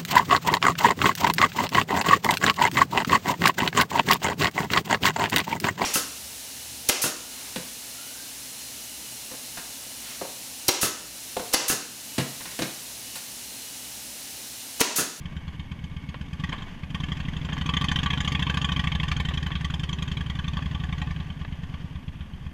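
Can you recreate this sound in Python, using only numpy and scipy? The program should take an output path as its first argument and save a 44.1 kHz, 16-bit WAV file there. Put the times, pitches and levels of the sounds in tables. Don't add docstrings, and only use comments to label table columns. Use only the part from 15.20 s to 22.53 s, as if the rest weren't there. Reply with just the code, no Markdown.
import sys
import numpy as np
from scipy import signal
from scipy.fft import rfft, irfft, next_fast_len
from scipy.io import wavfile
from scipy.ndimage import map_coordinates

SR = 44100
rng = np.random.default_rng(int(sys.argv[2]) if len(sys.argv) > 2 else 0)


def wav_record(signal):
    frames = np.transpose(np.atleast_2d(signal))
    bounded = np.clip(frames, -1, 1)
    quanta = np.round(bounded * 32767).astype(np.int16)
    wavfile.write(sys.argv[1], SR, quanta)


N = 323253
LEAVE_S = 4.19

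# time_s, speed_rpm
CRANK_SPEED = [(0.0, 1111.9), (0.66, 948.9), (1.15, 1012.2), (1.27, 1381.7), (1.67, 985.1), (1.82, 1430.5),
               (2.13, 1473.0), (2.38, 1455.3), (2.61, 1631.1), (2.99, 1676.8), (3.19, 1617.0),
               (3.5, 1633.2), (3.71, 1501.1), (4.16, 1352.4), (4.67, 1253.7), (4.91, 1304.9),
               (5.58, 1354.2), (5.95, 1302.6), (6.17, 1052.9), (6.61, 1157.9), (6.82, 953.4), (7.33, 917.2)]
# time_s, facing (-1 turned away from the bike, 1 towards it)
LISTENER_FACING = [(0, 0), (3.9, 0.12), (4.35, 0.47), (4.8, 1), (5.2, 0.32), (5.6, -1), (6.2, -.8),
                   (6.6, 0)]


def crank():
    return np.cumsum(curves(CRANK_SPEED)[0]) / (2 * 60 * SR) + 0.503


def firings(cycle):
    return np.flatnonzero(np.diff(np.floor(cycle)) > 0)


def throttled(idle, wide_open, power=1):
    # time_s, opening (0 to 1)
    throttle = [(0, .02), (1.12, 0.05), (1.24, 0.75), (1.5, 0.12), (1.63, 0), (1.75, 0.61), (2.0, 0.38),
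                (2.26, 0.36), (2.5, 0.97), (3.55, 1), (3.78, 0.9), (4.3, 0.73), (5.1, 0.59), (5.85, 0.65),
                (6.1, 0.2), (6.52, 0.15), (6.65, 0.03)]
    return idle + (wide_open - idle) * np.clip(curves(throttle)[0], 0, 1) ** power


def choking():
    return (since(1.31) > 0) * (since(1.61) == 0)


def uneven_burn(reach=512):
    # time_s, thump_lost_db, bark_lost_db
    misfires = [(.47, 8, 6), (1.52, 1, 21), (1.58, 9, 8), (6.65, -0.5, 13), (6.83, 6, 4), (7.08, 16, 4),
                (7.13, 2, 5)]
    # time_s, extra_bark_db
    cracks = [(1.745, 2), (2.49, 0), (2.538, 3), (2.61, 3.5), (2.642, 1), (2.685, 2.5), (2.757, 3.5),
              (2.903, 4), (3.074, -0.5), (3.444, -0.5), (3.914, 3.5), (3.997, 2), (4.968, 2.5), (5.37, 2.5),
              (5.82, 5)]
    thump_db, bark_db = -8.5 * choking(), np.zeros(N)
    for time_s, thump_lost_db, bark_lost_db in misfires:
        add(thump_db, time_s * SR - reach, np.full(2 * reach, -thump_lost_db))
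        add(bark_db, time_s * SR - reach, np.full(2 * reach, -bark_lost_db))
    for time_s, extra_db in cracks:
        add(bark_db, time_s * SR - reach, np.full(2 * reach, extra_db))
    return thump_db, bark_db


def exhaust(cycle, front_lead=0.405):
    # pitch_hz, width_hz, level_db
    rear_pipe = [(71.7, 25.4, 13), (87.9, 40, 11.5), (106.2, 61, 6.5), (174.4, 50, 12.5), (285, 22, 2.5)]
    front_pipe = [(61.4, 11, 3.5), (158.9, 18.4, 11), (116, 40, -0.5), (263.4, 40, 8.5)]
    thump_db, bark_db = uneven_burn()
    bark_db -= 1.66 * since(LEAVE_S)
    rear, front = firings(cycle), firings(cycle + front_lead)
    out = thumps(rear, throttled(-25, -17.5, 0.81) + thump_db, rear_pipe, scatter_db=0.1, detune=0.0032)
    out += thumps(front, throttled(-33, -19.5, 0.47) + thump_db, front_pipe, scatter_db=0.6, detune=0.0019)
    out += muffler(rear, throttled(-42.5, -25.5, 0.97) + bark_db)
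    out += muffler(front, throttled(-55.5, -28, 0.7) + bark_db)
    return out


def push_sharpness(idle_hz=143, open_hz=236, turn_start_s=2.2, turn_length_s=1.8):
    turned = np.minimum(since(turn_start_s) / turn_length_s, 1)
    return idle_hz + throttled(0, open_hz - idle_hz, 0.38) * (1 - 0.76 * turned)


def thumps(starts, level_db, pipe, scatter_db, detune, size=6144):
    hz, out = np.fft.rfftfreq(size, 1 / SR), np.zeros(N)
    lead = size // 16
    push_hz = push_sharpness()
    for start in starts:
        chance = rng.standard_normal(len(pipe) + 1)
        push = np.exp(-(hz / push_hz[start]) ** 2 - 2j * np.pi * hz * lead / SR)
        modes = sum((-1) ** k * amp(db) * resonance(hz, pitch * (1 + detune * chance[k]), width)
                    for k, (pitch, width, db) in enumerate(pipe))
        thump = irfft(modes * push)
        peak = amp(level_db[start] - scatter_db * chance[-1])
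        add(out, start - lead, peak * thump / np.abs(thump).max())
    return out


def muffler(starts, level_db):
    # frequency_hz, level_db
    jet_colour = [(120, -8.5), (290, -8.5), (450, -9.5), (620, -21.5), (950, -6), (1200, -6), (1310, -11.5),
                  (1500, 3), (2700, 0), (3450, 3.5), (4000, -9), (6800, -33), (15000, -45)]
    rasp_colour = [(1500, -4.5), (3700, -30), (4700, 4.5), (5500, -2.5), (6400, 4.5), (7200, -0.5),
                   (8200, -12), (11000, -12.5), (13000, -24), (15000, -32)]
    # pitch_hz, width_hz, level_db
    shell_modes = [(504, 33, 6), (821, 22, 10.5), (998, 84, 5), (1139.5, 30, 14.5), (1886, 44, -4),
                   (2227, 49, -1.5), (2467, 23, 2.5), (3075, 91, 4), (4400, 56, 5), (4660, 170, -12),
                   (6000, 190, -12)]
    rasp_db = level_db + throttled(-8, -9.5) - 2.2 * since(LEAVE_S)
    rasp_db += 2.5 * curves(LISTENER_FACING)[0]
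    jet = barks(starts, level_db + 1, rise_s=0.0012, t60_s=0.048, tail_db=-24, tail_t60_s=0.74,
                scatter_db=0.25, patchy_db=4.5)
    rasp = barks(starts, rasp_db, rise_s=0.0047, t60_s=0.039, tail_db=-24.5, tail_t60_s=0.17,
                 scatter_db=3, patchy_db=4)
    gas = ringing(jet, jet_colour, shell_modes) + ringing(rasp, rasp_colour)
    return gas + baffle_pings(starts, level_db)


def barks(starts, level_db, rise_s, t60_s, tail_db, tail_t60_s, scatter_db, patchy_db, size=8192):
    t, out = np.arange(size) / SR, np.zeros(N)
    attack = 1 - np.exp(-(t / rise_s) ** 2)
    decay = amp(-60 * t / t60_s) + amp(tail_db - 60 * t / tail_t60_s)
    knots = np.fft.rfftfreq(size, 1 / SR) / 330
    for start in starts:
        colour_db = patchy_db * map_coordinates(rng.standard_normal(int(knots[-1]) + 2), [knots])
        puff = attack * decay * rng.standard_normal(size)
        burst = irfft(rfft(puff) * amp(colour_db))[:size // 2]
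        add(out, start, burst * amp(level_db[start] + scatter_db * rng.standard_normal()))
    return out


def baffle_pings(starts, level_db, scatter_db=5, rise_s=0.0045, pivot_hz=1950):
    # pitch_hz, level_db, t60_s, pitch_scatter (share)
    baffle_tones = [(742.4, -14, 0.12, 0.005), (845.5, -12, 0.14, .003), (1068, 0.5, 0.061, 0.018),
                    (1151, -1, 0.087, 0.005), (1780, -3.5, 0.08, 0.0517), (2630, -0.5, 0.042, 0.0617),
                    (3133, 0.5, 0.044, 0.0056), (3286, 7.5, 0.027, 0.025)]
    hz, db, t60_s, detune = np.transpose(baffle_tones)[:, :, None]
    t, out = np.arange(SR // 8) / SR, np.zeros(N)
    attack = 1 - np.exp(-(t / rise_s) ** 2)
    tilt_db_per_octave = 3.5 + 5 * curves(LISTENER_FACING)[0]
    for start in starts:
        strength, shift = rng.standard_normal((2, len(baffle_tones), 1))
        tone_db = db + scatter_db * np.tanh(strength) + tilt_db_per_octave[start] * np.log2(hz / pivot_hz)
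        tones = amp(tone_db - 60 * t / t60_s) * np.sin(2 * np.pi * hz * (1 + detune * shift) * t)
        add(out, start, amp(level_db[start]) * attack * tones.sum(0))
    return out


def clacks(rise_s=0.00066):
    # start_s, level_db, t60_s
    hits = [(0.943, -25.5, 0.026), (0.952, -40, 0.033), (1.321, -31.5, 0.083), (1.329, -37.5, 0.15),
            (1.380, -54, 0.92), (1.409, -42, 0.054), (2.288, -28, 0.048), (2.321, -30.5, 0.091),
            (2.367, -27, 0.028), (4.108, -32, 0.093), (4.283, -39, 0.05), (4.304, -32, 0.071),
            (5.39, -31, 0.04), (6.248, -26.5, 0.025)]
    # frequency_hz, level_db
    colour = [(200, -3), (600, 2), (1080, 7.5), (1320, 2.5), (1800, 1), (3200, 2.5), (4200, -11),
              (6800, -34), (9000, -41), (15000, -47)]
    # pitch_hz, width_hz, level_db
    metal_modes = [(1130, 58, 6), (1750, 97, 9.5)]
    t, envelope = np.arange(SR // 3) / SR, np.zeros(N)
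    attack = 1 - np.exp(-t / rise_s)
    for start_s, level_db, t60_s in hits:
        add(envelope, start_s * SR, attack * amp(level_db - 60 * t / t60_s))
    return ringing(envelope * rng.standard_normal(N), colour, metal_modes)


def valve_clatter(cycle, idle_rpm=1000, db_per_doubling=10.5):
    # frequency_hz, level_db
    colour = [(150, 16.5), (300, 6), (560, 1), (750, 1.5), (1050, 5), (1190, 5), (1310, -7), (1480, 2),
              (1850, 3), (2300, -1), (3200, 2), (4000, -13.5), (4600, -11), (5500, -16.5), (6400, -14.5),
              (8500, -29.5), (15000, -37)]
    level_db = -48 + db_per_doubling * np.log2(curves(CRANK_SPEED)[0] / idle_rpm) + 1.2 * choking()
    swell_db = 0.3 * np.cos(4 * np.pi * cycle) + 1.67 * wobble(140)
    return amp(level_db + swell_db) * noise(colour)


def engine_drone():
    # frequency_hz, level_db
    colour = [(25, -34), (42, -34), (54, -24), (70, 0), (105, -4), (140, -6.5), (200, -3), (270, -8.5),
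              (380, -28.5), (900, -67)]
    return amp(throttled(-45, -42.5, 0.88) + 1.2 * choking()) * noise(colour)


def gear_whine():
    # centre_s, half_length_s, pitch_hz, glide_hz_per_s, level_db
    swells = [(3.35, .3, 454, -0.5, -56.5), (4.169, .15, 384, -89, -57.5), (4.78, 0.23, 380.3, 114.5, -54)]
    t, out = np.arange(N) / SR, np.zeros(N)
    flutter_db, waver = 0.9 * wobble(25.4), 0.9 * wobble(40)
    for centre_s, half_length_s, pitch_hz, glide, level_db in swells:
        phase = 2 * np.pi * np.cumsum(pitch_hz + glide * (t - centre_s)) / SR
        envelope = amp(level_db + flutter_db) * np.exp(-((t - centre_s) / half_length_s) ** 2)
        out += np.sqrt(2) * envelope * np.sin(phase + waver)
    return out


def idle_singing(fade_start_s=1.44, fade_db_per_s=44):
    band = filtered(rng.standard_normal(N), lambda hz: resonance(hz, centre=2216, width=91) ** 2)
    return amp(-59 - fade_db_per_s * since(fade_start_s)) * unit(band)


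def rumble():
    # frequency_hz, level_db
    colour = [(10, -14), (22, -3), (28, 0), (34, -14), (42, -34), (70, -50), (300, -90)]
    # time_s, level_db
    levels = [(0.0, -44), (1.24, -49), (1.37, -42), (2.55, -47), (2.82, -42), (3.59, -63), (3.71, -38),
              (4.18, -45), (6.8, -45), (7.33, -51)]
    return amp(curves(levels)[0]) * noise(colour)


def microphone_hiss():
    # frequency_hz, level_db
    colour = [(200, 6.5), (600, 17.5), (1500, 5), (5000, -6), (7000, -6), (9000, 1.5), (12000, -5.5),
              (15000, -16)]
    return amp(-68) * noise(colour)


def electronic_whine():
    # pitch_hz, level_db
    tones = [(11688, -88), (11718, -83), (14626, -92)]
    t = np.arange(N) / SR
    return sum(np.sqrt(2) * amp(db) * np.sin(2 * np.pi * hz * t) for hz, db in tones)


def amp(db):
    return 10 ** (np.asarray(db) / 20)


def unit(x):
    return x / np.sqrt(np.mean(x ** 2) + 1e-20)


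def since(time_s):
    return np.maximum(np.arange(N) / SR - time_s, 0)


def colour_gain(colour, hz):
    points_hz, db = np.transpose(colour)
    return amp(np.interp(np.log(hz + 1), np.log(points_hz + 1), db))


def curves(rows):
    time_s, *columns = np.transpose(rows)
    return [np.interp(np.arange(N) / SR, time_s, column) for column in columns]


def wobble(rate):
    knots, steps = rng.standard_normal(int(N * rate / SR) + 4), np.arange(0, N, 20)
    return np.interp(np.arange(N), steps, map_coordinates(knots, [steps * rate / SR]))


def filtered(x, response):
    size = next_fast_len(N + SR // 2)
    return irfft(rfft(x, size) * response(np.fft.rfftfreq(size, 1 / SR)), size)[:N]


def noise(colour):
    size = next_fast_len(N)
    hz = np.fft.rfftfreq(size, 1 / SR)
    real, imaginary = rng.standard_normal((2, len(hz)))
    return unit(irfft((real + 1j * imaginary) * colour_gain(colour, hz), size)[:N])


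def resonance(hz, centre, width):
    return 1j * hz * width / (centre ** 2 - hz ** 2 + 1j * hz * width)


def ringing(x, colour, modes=(), size=8192):
    hz = np.fft.rfftfreq(size, 1 / SR)
    cepstrum = irfft(np.log(colour_gain(colour, hz)))
    cepstrum[1:size // 2] *= 2
    cepstrum[size // 2 + 1:] = 0
    peaks = 1 + sum(amp(db) * resonance(hz, pitch, width) for pitch, width, db in modes)
    response = irfft(np.exp(rfft(cepstrum)) * peaks)
    return signal.fftconvolve(x, response / np.linalg.norm(response))[:N]


def add(track, start, sound):
    start = max(int(start), 0)
    part = track[start:start + len(sound)]
    part += sound[:len(part)]


def scene():
    cycle = crank()
    bike = exhaust(cycle) + gear_whine() + clacks() + valve_clatter(cycle) + idle_singing() + engine_drone()
    return (bike + rumble() + microphone_hiss())[None]


def record(dry, top_hz=15100):
    return filtered(dry[0] + electronic_whine(), lambda hz: hz < top_hz)[None]


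dry = scene()
out = record(dry)
wav_record(out)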